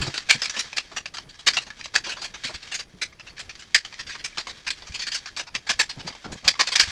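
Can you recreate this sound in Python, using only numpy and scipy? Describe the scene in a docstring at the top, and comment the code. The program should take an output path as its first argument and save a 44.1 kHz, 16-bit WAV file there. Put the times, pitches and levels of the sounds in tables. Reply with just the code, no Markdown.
"""Hands fold and lock a hollow plastic toy over a table in a small room, close to a phone microphone.
From the start fingers rub the shell, a hand drags on the table, bumps ring in its top, over steady room air.
Knocks and snaps follow at once: a noise crack and shell modes with rebounds, loud near 0.3, 1.5 and 3.7 s.
Faint pitched ticks, short and almost pure, come from 3.1 s; the loud snaps crowd together after 6.4 s.
Playback runs fast at constant pitch: short slices are kept and cross-faded, the time between is skipped."""
import sys
import numpy as np
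from scipy import signal
from scipy.fft import rfft, irfft
from scipy.io import wavfile
from scipy.ndimage import uniform_filter1d

SR = 44100
rng = np.random.default_rng(int(sys.argv[2]) if len(sys.argv) > 2 else 0)


def pcm_store(signal):
    """Save signal as 16-bit PCM."""
    levels = np.round(np.clip(np.atleast_2d(signal), -1, 1) * 32767)
    wavfile.write(sys.argv[1], SR, levels.astype(np.int16).T)


def volts_from_decibels(level):
    """Turn decibel levels (scalar or array-like) into linear amplitude factors."""
    exponent = np.asarray(level, float) / 20
    return 10 ** exponent


N = 304718

# Tables of events give times as heard after the speed-up; levels are ahead of the microphone.
# Fingers sliding on the shell. Each row: time in seconds, level in dB (interpolated).
RUB_LEVELS = [(0, -36.5), (.25, -45.5), (0.441, -38.5), (1.29, -57), (1.63, -50), (1.88, -56), (2.06, -53),
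              (2.66, -44.5), (2.85, -57.5), (3.21, -56.5), (4.06, -48), (4.68, -48.5), (5.06, -42.5),
              (5.46, -56), (5.91, -47.5), (6.5, -49), (6.91, -33.5)]
# Hand dragged over the table. Each row: start in seconds, end in seconds, level in dB.
TABLE_DRAGS = [(0, 0.106, -39), (5.962, 6.12, -47), (6.25, 6.362, -39.5), (6.431, 6.523, -44)]
# Colour of the dragging. Each row: frequency in Hz, relative density in dB per Hz.
DRAG_SPECTRUM = [(30, -5), (100, 3), (300, -2), (900, -9.5), (2000, -24), (16000, -82)]
# Colour of the room air. Each row: frequency in Hz, relative density in dB per Hz.
AIR_SPECTRUM = [(12, -26), (20, 13), (120, 4.5), (350, -1), (1000, -9), (2500, -15), (6000, -38),
                (10000, -16), (16000, -41)]
# Bumps through the table. Each row: start in seconds, level of the fundamental in dB, its frequency in Hz.
TABLE_BUMPS = [(.003, -19, 71.8), (.02, -23, 138), (.073, -22.5, 138.5), (.079, -25.5, 331.5),
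               (.347, -30, 139.4), (.354, -32.5, 236.6), (0.573, -40.5, 240.5), (1.263, -35.5, 125.6),
               (2.445, -40, 137), (2.448, -38, 245), (2.543, -35.5, 72.5), (2.939, -30.5, 194.3),
               (4.897, -31, 71.5), (5.745, -39, 53.7), (5.97, -31, 130), (6.046, -32.5, 165),
               (6.3, -39, 69), (6.45, -33, 70.5), (6.828, -34, 59.6), (6.875, -30.5, 81)]
# Knocks and snaps. Each row: time heard in seconds, level in dB, ring of the struck panel in Hz,
# gain of the body below 1200 Hz in dB, seconds since the blow when it fell in skipped time.
KNOCKS = [(.015,-23,4760,4,0.016),(0.042,-32.5,3940,-1,0.012),(.065,-30,4530,12.5,0.025),(0.14,-25,4960,3,0),(.166,-31,4330,-4,0.0091),
          (0.179,-20,4540,3,0.0014),(.29,-23.5,2360,0,0.015),(0.2995,-17,2250,-7,0.0032),(0.304,-8,2375,-21,0),(.3088,-3.5,2360,-2.5,0),
          (0.341,-28.5,1760,2.5,0.02),(0.421,-22.5,5200,1,0.0026),(0.438,-27.5,4460,-1,0.022),(0.4566,-19.5,2310,-3,0.00014),(.498,-25,6050,-2,0.0019),
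          (.54,-33,1740,5,.019),(.565,-24.5,2550,7,0.0067),(0.591,-21.5,5460,-3,0.017),(.64,-39,4540,8,0.0094),(0.73,-28,2340,5,.001),(.764,-28.5,4500,4,0.023),
          (0.7723,-23,4980,-4,0.0015),(.783,-18,2630,3.5,0.0016),(.915,-39,2580,23,0.0058),(.965,-23.5,2770,6,0.0043),(1.0589,-27,2680,6,0.0016),
          (1.0638,-26,2540,6,0),(1.141,-32.5,4600,6.5,0.0074),(1.171,-30.5,1340,-7,0.0018),(1.1859,-30,4610,10,0.0026),(1.289,-42.5,3730,-20,.018),(1.391,-41,3830,4.5,0.027),
          (1.467,-20.5,1650,-6,0.025),(1.473,-16.5,3660,1,0.0036),(1.479,-13,3850,-3.5,0.003),(1.4846,-10,2340,1,0),
          (1.536,-24.5,4700,0,0.0013),(1.543,-25.5,5500,-1,0.0022),(1.566,-32,2760,4,0.014),(1.5706,-15.5,2800,5.5,0.0017),
          (1.617,-38,4400,0,.021),(1.666,-39.5,2840,10,.015),(1.7048,-32.5,1695,6.5,0.0017),(1.791,-40.5,1710,10,0.019),(1.8127,-29.5,2190,-2,0.0014),(1.841,-33.5,3970,-16,0.017),
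          (1.8604,-34.5,3600,10,0.0034),(1.9386,-27,1570,10,.004),(1.943,-31,4770,-6,.012),(1.9544,-15,4730,-0.5,0.00068),(1.9625,-12.5,1870,0,0.0022),
          (2.041,-29,2260,2.5,0.0056),(2.0642,-23,4700,12,0.00078),(2.091,-27,4520,2,0.011),(2.115,-28,2790,3,0.014),(2.166,-34.5,1650,11,.008),
          (2.192,-36,4640,7,0.0016),(2.216,-30,4500,5,0.017),(2.239,-28,4550,1,0.015),(2.342,-31.5,1680,6.5,0.0038),(2.4363,-30.5,3720,4,0),
          (2.441,-24,3870,-3,0.0061),(2.466,-30.5,2420,-4,0.017),(2.489,-35,4240,16.5,0.02),(2.542,-30.5,3800,1,0.0061),(2.6334,-40,4200,-4,0.0044),(2.675,-40,3080,-5,0.0004),(2.717,-28.5,2800,-1,0.018),
          (2.742,-25.5,6530,-2.5,0.022),(2.793,-29,2700,-0.5,0.013),(3.018,-22,2090,0,0.016),(3.131,-52,2000,15,0.0056),(3.199,-41.5,2672,5.5,0.0024),
          (3.2629,-38.5,2600,7,0.0048),(3.292,-45.5,4530,-1,0.016),(3.382,-37.5,1710,0,0.0015),(3.367,-42,2410,3,0.012),(3.391,-31.5,4650,-1,0.013),(3.4933,-31,2460,4,0.000087),(3.5527,-38,4650,2,0),
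          (3.593,-41.5,6900,-9,0.017),(3.622,-38,3050,5.5,0),(3.745,-14.5,4580,-6,0),(3.747,-11,4520,-25,0.0014),(3.7508,-14,1806,-2,0.0035),(3.7606,-32,1710,2,0.016),
          (3.8491,-28.5,3060,0,0),(3.9268,-37.5,2430,6,0.0015),(3.941,-30,1840,-3,0),(3.996,-29.5,1840,1,0.0089),(4.069,-35.5,1720,-9,0.0076),
          (4.093,-31.5,1650,-3,0.012),(4.117,-33.5,2170,-8,0.0069),(4.144,-39,2400,9,0.016),(4.1566,-37,1740,9,0.0049),(4.193,-39,1990,-1,0.021),
          (4.244,-27,5600,-2.5,0.031),(4.3762,-30,3020,9,0.0034),(4.3851,-25,4100,5,0.0037),(4.395,-32,4550,5,0.012),
          (4.4717,-29,2200,8.5,0.0022),(4.493,-31,3900,4,0.0052),(4.567,-47,4040,0,0.01),(4.6658,-20,2360,2,0.0014),(4.678,-24.5,2500,-1,0),(4.708,-23.5,3940,-5,0.0038),
          (4.8248,-40.5,1730,10,0.0039),(4.868,-37.5,5900,4,0.008),(4.922,-38,6100,-15,0.0016),(4.942,-27,4700,-0.5,0.016),(4.9902,-25.5,4370,-1,0.0022),(5.018,-27,1890,-11,0.013),
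          (5.0694,-26,4840,4.5,0.00086),(5.067,-26,4500,-16,0.018),(5.117,-19.5,4470,-4,0.00041),(5.144,-23.5,5570,-7.5,0.018),(5.169,-34.5,4530,-2,0.0074),
          (5.26,-31,5500,4,0.0018),(5.27,-35,1650,-1,0.0092),(5.3645,-28.5,4300,-1,0),(5.369,-28,3890,1.5,0.015),(5.3936,-22,2640,1,0),
          (5.47,-38.5,2460,7.5,.008),(5.544,-33,2700,3,0.0072),(5.5505,-19.5,2640,6,0),(5.6697,-31,1900,2,0.0065),(5.694,-20,1780,6,0.021),(5.6936,-14.5,1690,-12,0.0028),
          (5.793,-13,1580,2,0.018),(5.893,-27,4370,1.5,0.0087),(5.994,-38,890,1.5,.007),(6.0065,-37,2960,-1,0.0018),(6.068,-33,4640,-2,0.016),
          (6.0765,-26.5,4740,11,0.00081),(6.101,-39,2050,3,0.00093),(6.1255,-39.5,3110,9,0),(6.152,-39,2010,12,0.0014),(6.2445,-31.5,1460,15,0.0025),(6.32,-35.5,6560,5,0.029),
          (6.446,-31,2580,10,.013),(6.468,-25,3630,15,0.0026),(6.479,-5.5,4780,-15,0.00058),(6.484,-13,4830,4.5,0.00096),(6.541,-31,2110,9,0.0013),
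          (6.5544,-36,1120,4,.001),(6.5924,-12,1080,3.5,0.0018),(6.595,-19.5,905,2,0.013),(6.605,-18.5,4660,-3,0),(6.6095,-11.5,4700,-5,0),(6.669,-24.5,4570,-4,0.005),(6.673,-21,4500,0.5,0.00091),
          (6.691,-26.5,4970,8,0.0019),(6.719,-20,4700,-0.5,0.01),(6.756,-17,1830,-3,0.0015),(6.758,-10,5120,-21,0),(6.7674,-18,4930,10,.001),
          (6.781,-30.5,4670,1,0),(6.7929,-13.5,4610,-3,0.014),(6.7987,-8.5,4590,-6,0.0018),(6.811,-37,4750,-5,0),(6.82,-25.5,1790,-2,0.026),(6.837,-26,1800,0,0.0017)]
# Modes of the shell. Each row: nominal frequency in Hz, width in Hz (wider dies faster), nominal level in dB.
SHELL_MODES = [(1840, 10, -17), (2366, 230, 5.5), (2580, 180, -6), (2810, 40, -2.5), (3210, 510, 0),
               (3920, 18, -10.5), (4610, 170, 6.5), (5270, 200, -0.5), (5927, 120, 0), (6530, 66, -9),
               (8100, 120, -19), (7680, 180, -33), (7560, 23, -16.5), (8200, 58, -36)]
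# Colour of cracks and skin slips. Each row: frequency in Hz, relative density in dB per Hz.
CRACK_SPECTRUM = [(88, -55), (150, -20), (348, -20), (1390, -8.5), (1690, -2.5), (2060, -5.5), (2310, -7),
                  (3620, -6), (4670, -6), (5150, -7), (7620, -16), (9080, -22), (16000, -50)]
# Decay of the room. Each row: frequency in Hz, time to fall 60 dB in seconds.
ROOM_T60 = [(300, .3), (1500, 0.29), (5000, 0.32), (12000, 0.29)]
# Faint pitched ticks: weak knocks whose panel rings almost purely.
# Each row: start in seconds, level in dB, frequency in Hz.
PITCHED_TICKS = [(3.124, -43, 2150), (3.19, -35, 2670), (3.204, -37, 2657), (3.3, -47, 2060),
                 (4.325, -41, 2340)]
# Treble of the microphone. Each row: frequency in Hz, gain in dB.
MIC_RESPONSE = [(7000, -0.5), (9000, -5.5), (12500, -10.5), (15200, -9), (17000, -33)]

SLICE_S, FIRST_CUT_S, FADE_S = 0.02502, 0.0152, 0.0079
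SPEED = 3  # one slice in three is kept
SKIP_S = SLICE_S * (SPEED - 1)
SLOW_SAMPLES = round(N * SPEED + SR)  # the scene at its true pace
TAIL_SAMPLES = 16384
SLIPS_PER_S, TICKS_PER_S, TICKS_DB = 900, 60, -9  # loose parts' ticks, relative to slips; true-pace rates
AIR_DB, HISS_DB = -53, -85
BUMP_T60_S = 0.27
PITCHED_TICK_S = 0.012
LEAD_SAMPLES, BLOW_SAMPLES = 64, 2048  # the lead leaves room for the filters' pre-ringing
# The struck panel stands out more in hard blows, less in late tails.
RING_DB_PER_HIT_DB, RING_DB_PER_S = 0.07, -250
# Treble: high-ringing panels, hard blows and late tails are brighter.
EDGE_DB, EDGE_DB_PER_OCTAVE, EDGE_DB_PER_HIT_DB, EDGE_DB_PER_S = 4, 2, 0.16, 240
PANEL_DB, PANEL_OCTAVES = 4, 0.22  # the struck panel also lifts everything near its ring


def evened(x):
    """Scales to unit rms."""
    return x / np.sqrt(np.mean(x ** 2) + 1e-20)


def read(points, hz):
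    """Reads a spectrum on a log-frequency axis."""
    f, value = np.transpose(points)
    return np.interp(np.log(hz + 1), np.log(f + 1), value)


def add(mix, start_s, sound):
    """Mixes a sound in at start_s."""
    part = mix[round(start_s * SR):][:len(sound)]
    part += sound[:len(part)]


def coloured(x, gain_db):
    """Filters x, without phase shift, by a gain in dB given as a function of frequency."""
    hz = np.fft.rfftfreq(len(x), 1 / SR)
    return irfft(rfft(x) * volts_from_decibels(gain_db(hz)), len(x))


def drifting(smooth_samples):
    """Slow random wander of unit rms at the true pace."""
    return evened(uniform_filter1d(rng.standard_normal(SLOW_SAMPLES), size=smooth_samples))


def true_time(heard_s, late_s=0):
    """Moment at the true pace heard at heard_s; late_s looks ahead into the slice that is fading in."""
    k = np.floor((heard_s + late_s - FIRST_CUT_S) / SLICE_S) + 1
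    return heard_s + (k + 1) * SKIP_S


def room_tail():
    """Dense reflections that build up fast and die band by band, energy 1."""
    hz, t, z = signal.stft(rng.standard_normal(TAIL_SAMPLES), SR, nperseg=256)
    decay = volts_from_decibels(-60 * t / read(ROOM_T60, hz)[:, None])
    tail = signal.istft(z * decay, SR, nperseg=256)[1][:TAIL_SAMPLES]
    tail *= 1 - np.exp(-(np.arange(TAIL_SAMPLES) / SR / 0.0054) ** 2)
    return tail / np.linalg.norm(tail)


def in_room(dry, room_db):
    """Adds the room's reflections to a sound at the true pace."""
    return dry + volts_from_decibels(room_db) * signal.oaconvolve(dry, room_tail())[:SLOW_SAMPLES]


def rub():
    """Tiny slips of skin, dense and uneven, and sparse ticks of loose parts, blurred by the room."""
    slip_db = 4.5 * np.minimum(rng.exponential(1, SLOW_SAMPLES), 4)
    slips = volts_from_decibels(slip_db) * (rng.random(SLOW_SAMPLES) < SLIPS_PER_S / SR)
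    slips = slips * volts_from_decibels(2.94 * drifting(4000)) * rng.choice([-1, 1], SLOW_SAMPLES)
    skin = in_room(coloured(slips, lambda f: read(CRACK_SPECTRUM, f)), 5)

    tick_db = 4.9 * np.minimum(rng.exponential(1, SLOW_SAMPLES), 2)
    ticks = volts_from_decibels(tick_db) * (rng.random(SLOW_SAMPLES) < TICKS_PER_S / SR)
    t = np.arange(800) / SR
    hz, _, mode_db = np.transpose(SHELL_MODES)[:, :, None]
    shell_ring = (volts_from_decibels(mode_db - 60 * t / 0.02) * np.sin(2 * np.pi * hz * t)).sum(0)
    rattle = in_room(signal.oaconvolve(ticks, shell_ring)[:SLOW_SAMPLES], 1.5)

    heard_s, db = np.transpose(RUB_LEVELS)
    level_db = np.interp(np.arange(SLOW_SAMPLES) / SR, true_time(heard_s), db)
    return (evened(skin) + volts_from_decibels(TICKS_DB) * evened(rattle)) * volts_from_decibels(level_db)


def drags():
    """Dull, lumpy friction carried through the table top: noise, gated and unsteady."""
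    t = np.arange(SLOW_SAMPLES) / SR
    gate = np.zeros(SLOW_SAMPLES)
    for start_s, end_s, db in TABLE_DRAGS:
        gate += volts_from_decibels(db) * ((t > true_time(start_s)) & (t < true_time(end_s)))
    noise = evened(coloured(rng.standard_normal(SLOW_SAMPLES), lambda f: read(DRAG_SPECTRUM, f)))
    return uniform_filter1d(gate, size=400) * volts_from_decibels(3.3 * drifting(600)) * noise


def air():
    """Steady room rumble and hiss: coloured noise, the level drifting a little."""
    noise = evened(coloured(rng.standard_normal(SLOW_SAMPLES), lambda f: read(AIR_SPECTRUM, f)))
    return volts_from_decibels(AIR_DB + 2.5 * drifting(5000)) * noise


def bumps():
    """Soft low rings of the table top with a weaker overtone."""
    out = np.zeros(SLOW_SAMPLES)
    t = np.arange(SR // 3) / SR
    for heard_s, db, hz in TABLE_BUMPS:
        ring = np.sin(2 * np.pi * hz * t) + 0.37 * np.sin(2 * np.pi * 2.1 * hz * t)
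        envelope = volts_from_decibels(db - 60 * t / BUMP_T60_S) * (1 - np.exp(-t / 0.0019))
        add(out, true_time(heard_s), envelope * ring)
    return out


def blow(ring_hz, ring_db, body_db, edge_db):
    """A crack and the shell's modes, shaken by a few rebounds, then the room."""
    t = np.arange(BLOW_SAMPLES) / SR
    hz, width_hz, db = np.transpose(SHELL_MODES)[:, :, None]
    detune, spread = rng.standard_normal((2, len(SHELL_MODES), 1))
    hz = hz * (1 + 0.049 * detune)  # every grip shifts the modes a little
    mode_t60_s = 0.018 + 0.54 / width_hz
    modes = volts_from_decibels(db + 2.7 * spread - 60 * t / mode_t60_s) * np.sin(2 * np.pi * hz * t)
    panel = volts_from_decibels(6 + ring_db - 60 * t / 0.032) * np.sin(2 * np.pi * ring_hz * t)

    crack = np.zeros(TAIL_SAMPLES)
    burst = rng.standard_normal(BLOW_SAMPLES) * volts_from_decibels(-60 * t / 0.027) * (1 - np.exp(-t / 0.0013))
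    crack[LEAD_SAMPLES:LEAD_SAMPLES + BLOW_SAMPLES] = burst
    crack = coloured(crack, lambda f: read(CRACK_SPECTRUM, f))[:LEAD_SAMPLES + BLOW_SAMPLES]
    direct = volts_from_decibels(-1 - 0.5 * ring_db) * evened(crack)
    direct[LEAD_SAMPLES:] += evened(modes.sum(0) + panel) * (1 - np.exp(-(t / 0.00028) ** 2))

    rebounds = np.zeros(BLOW_SAMPLES)
    when, weakness = rng.random((2, 14))
    place = (when ** 1.5 * 0.045 * SR).astype(int)
    rebounds[place] = volts_from_decibels(-12.5 - 14 * when - 16 * weakness)
    rebounds[0] = 1
    dry = np.zeros(TAIL_SAMPLES)
    add(dry, 0, signal.fftconvolve(direct, rebounds))

    # The room hears the shell from all sides: fine dips fill in.
    smooth_spectrum = np.sqrt(abs(uniform_filter1d(abs(rfft(dry)) ** 2, size=75)))
    late = np.pad(room_tail(), (LEAD_SAMPLES, 0))[:TAIL_SAMPLES]
    wet = dry + volts_from_decibels(1) * irfft(rfft(late) * smooth_spectrum, TAIL_SAMPLES)

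    tilt = [(400, body_db), (1200, body_db), (1600, 0), (6000, 0), (7500, edge_db)]  # (Hz, dB)

    def gain_db(f):
        octaves = np.log2((f + 1) / ring_hz)
        return read(tilt, f) + PANEL_DB * np.exp(-(octaves / PANEL_OCTAVES) ** 2)

    return coloured(wet, gain_db)


def hits():
    """Each blow at its true moment; its level is the one heard once the slice opens."""
    out = np.zeros(SLOW_SAMPLES)
    for heard_s, db, ring_hz, body_db, since_s in KNOCKS:
        since_s = np.clip(since_s, 0, 0.045)
        ring_db = RING_DB_PER_HIT_DB * db + RING_DB_PER_S * since_s
        edge_db = EDGE_DB + EDGE_DB_PER_OCTAVE * np.log2(ring_hz / 3000)
        edge_db += EDGE_DB_PER_HIT_DB * db + EDGE_DB_PER_S * since_s
        sound = blow(ring_hz, ring_db, body_db, edge_db)
        start = LEAD_SAMPLES + round(since_s * SR)
        window_s = 0.002 + since_s
        heard = sound[start:start + round(window_s * SR)]
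        level = volts_from_decibels(db) / np.sqrt(np.mean(heard ** 2))
        add(out, true_time(heard_s, min(window_s, 0.006)) - start / SR, level * sound)
    return out


def pitched_ticks():
    """Weak knocks whose panel rings almost purely: short tones, roughened at 230 Hz, a little room."""
    out = np.zeros(SLOW_SAMPLES)
    t = np.arange(0, PITCHED_TICK_S, 1 / SR)
    for heard_s, db, hz in PITCHED_TICKS:
        envelope = np.sin(np.pi * t / PITCHED_TICK_S) * (1 + 0.53 * np.sin(2 * np.pi * 230 * t))
        add(out, true_time(heard_s), volts_from_decibels(db) * envelope * np.sin(2 * np.pi * hz * t))
    return in_room(out, -5)


def sped_up(slow):
    """Keeps one slice in every SPEED and cross-fades at the cuts; pitch is unchanged."""
    t = np.arange(N) / SR
    place = (t - FIRST_CUT_S + FADE_S / 2) / SLICE_S + 1
    k = np.floor(place)
    fade = np.clip(place % 1 * SLICE_S / FADE_S, 0, 1)
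    new = slow[np.round((t + (k + 1) * SKIP_S) * SR).astype(int)]
    old = slow[np.round((t + k * SKIP_S) * SR).astype(int)]
    return fade * new + (1 - fade) * old


def scene():
    """All sources at the true pace, then sped up; one channel."""
    return sped_up(rub() + drags() + air() + bumps() + hits() + pitched_ticks())[None]


def band_limit(x):
    """A steep low-pass at the top of the band."""
    return signal.sosfilt(signal.butter(12, 16500, fs=SR, output="sos"), x)


def record(dry):
    """The microphone softly limits the loudest snaps, loses treble and adds amplifier hiss."""
    limited = 0.92 * np.tanh(dry[0])
    heard = coloured(limited, lambda f: read(MIC_RESPONSE, f))
    heard = heard + volts_from_decibels(HISS_DB) * rng.standard_normal(N)
    return band_limit(heard[None])


dry = scene()
out = record(dry)
pcm_store(out)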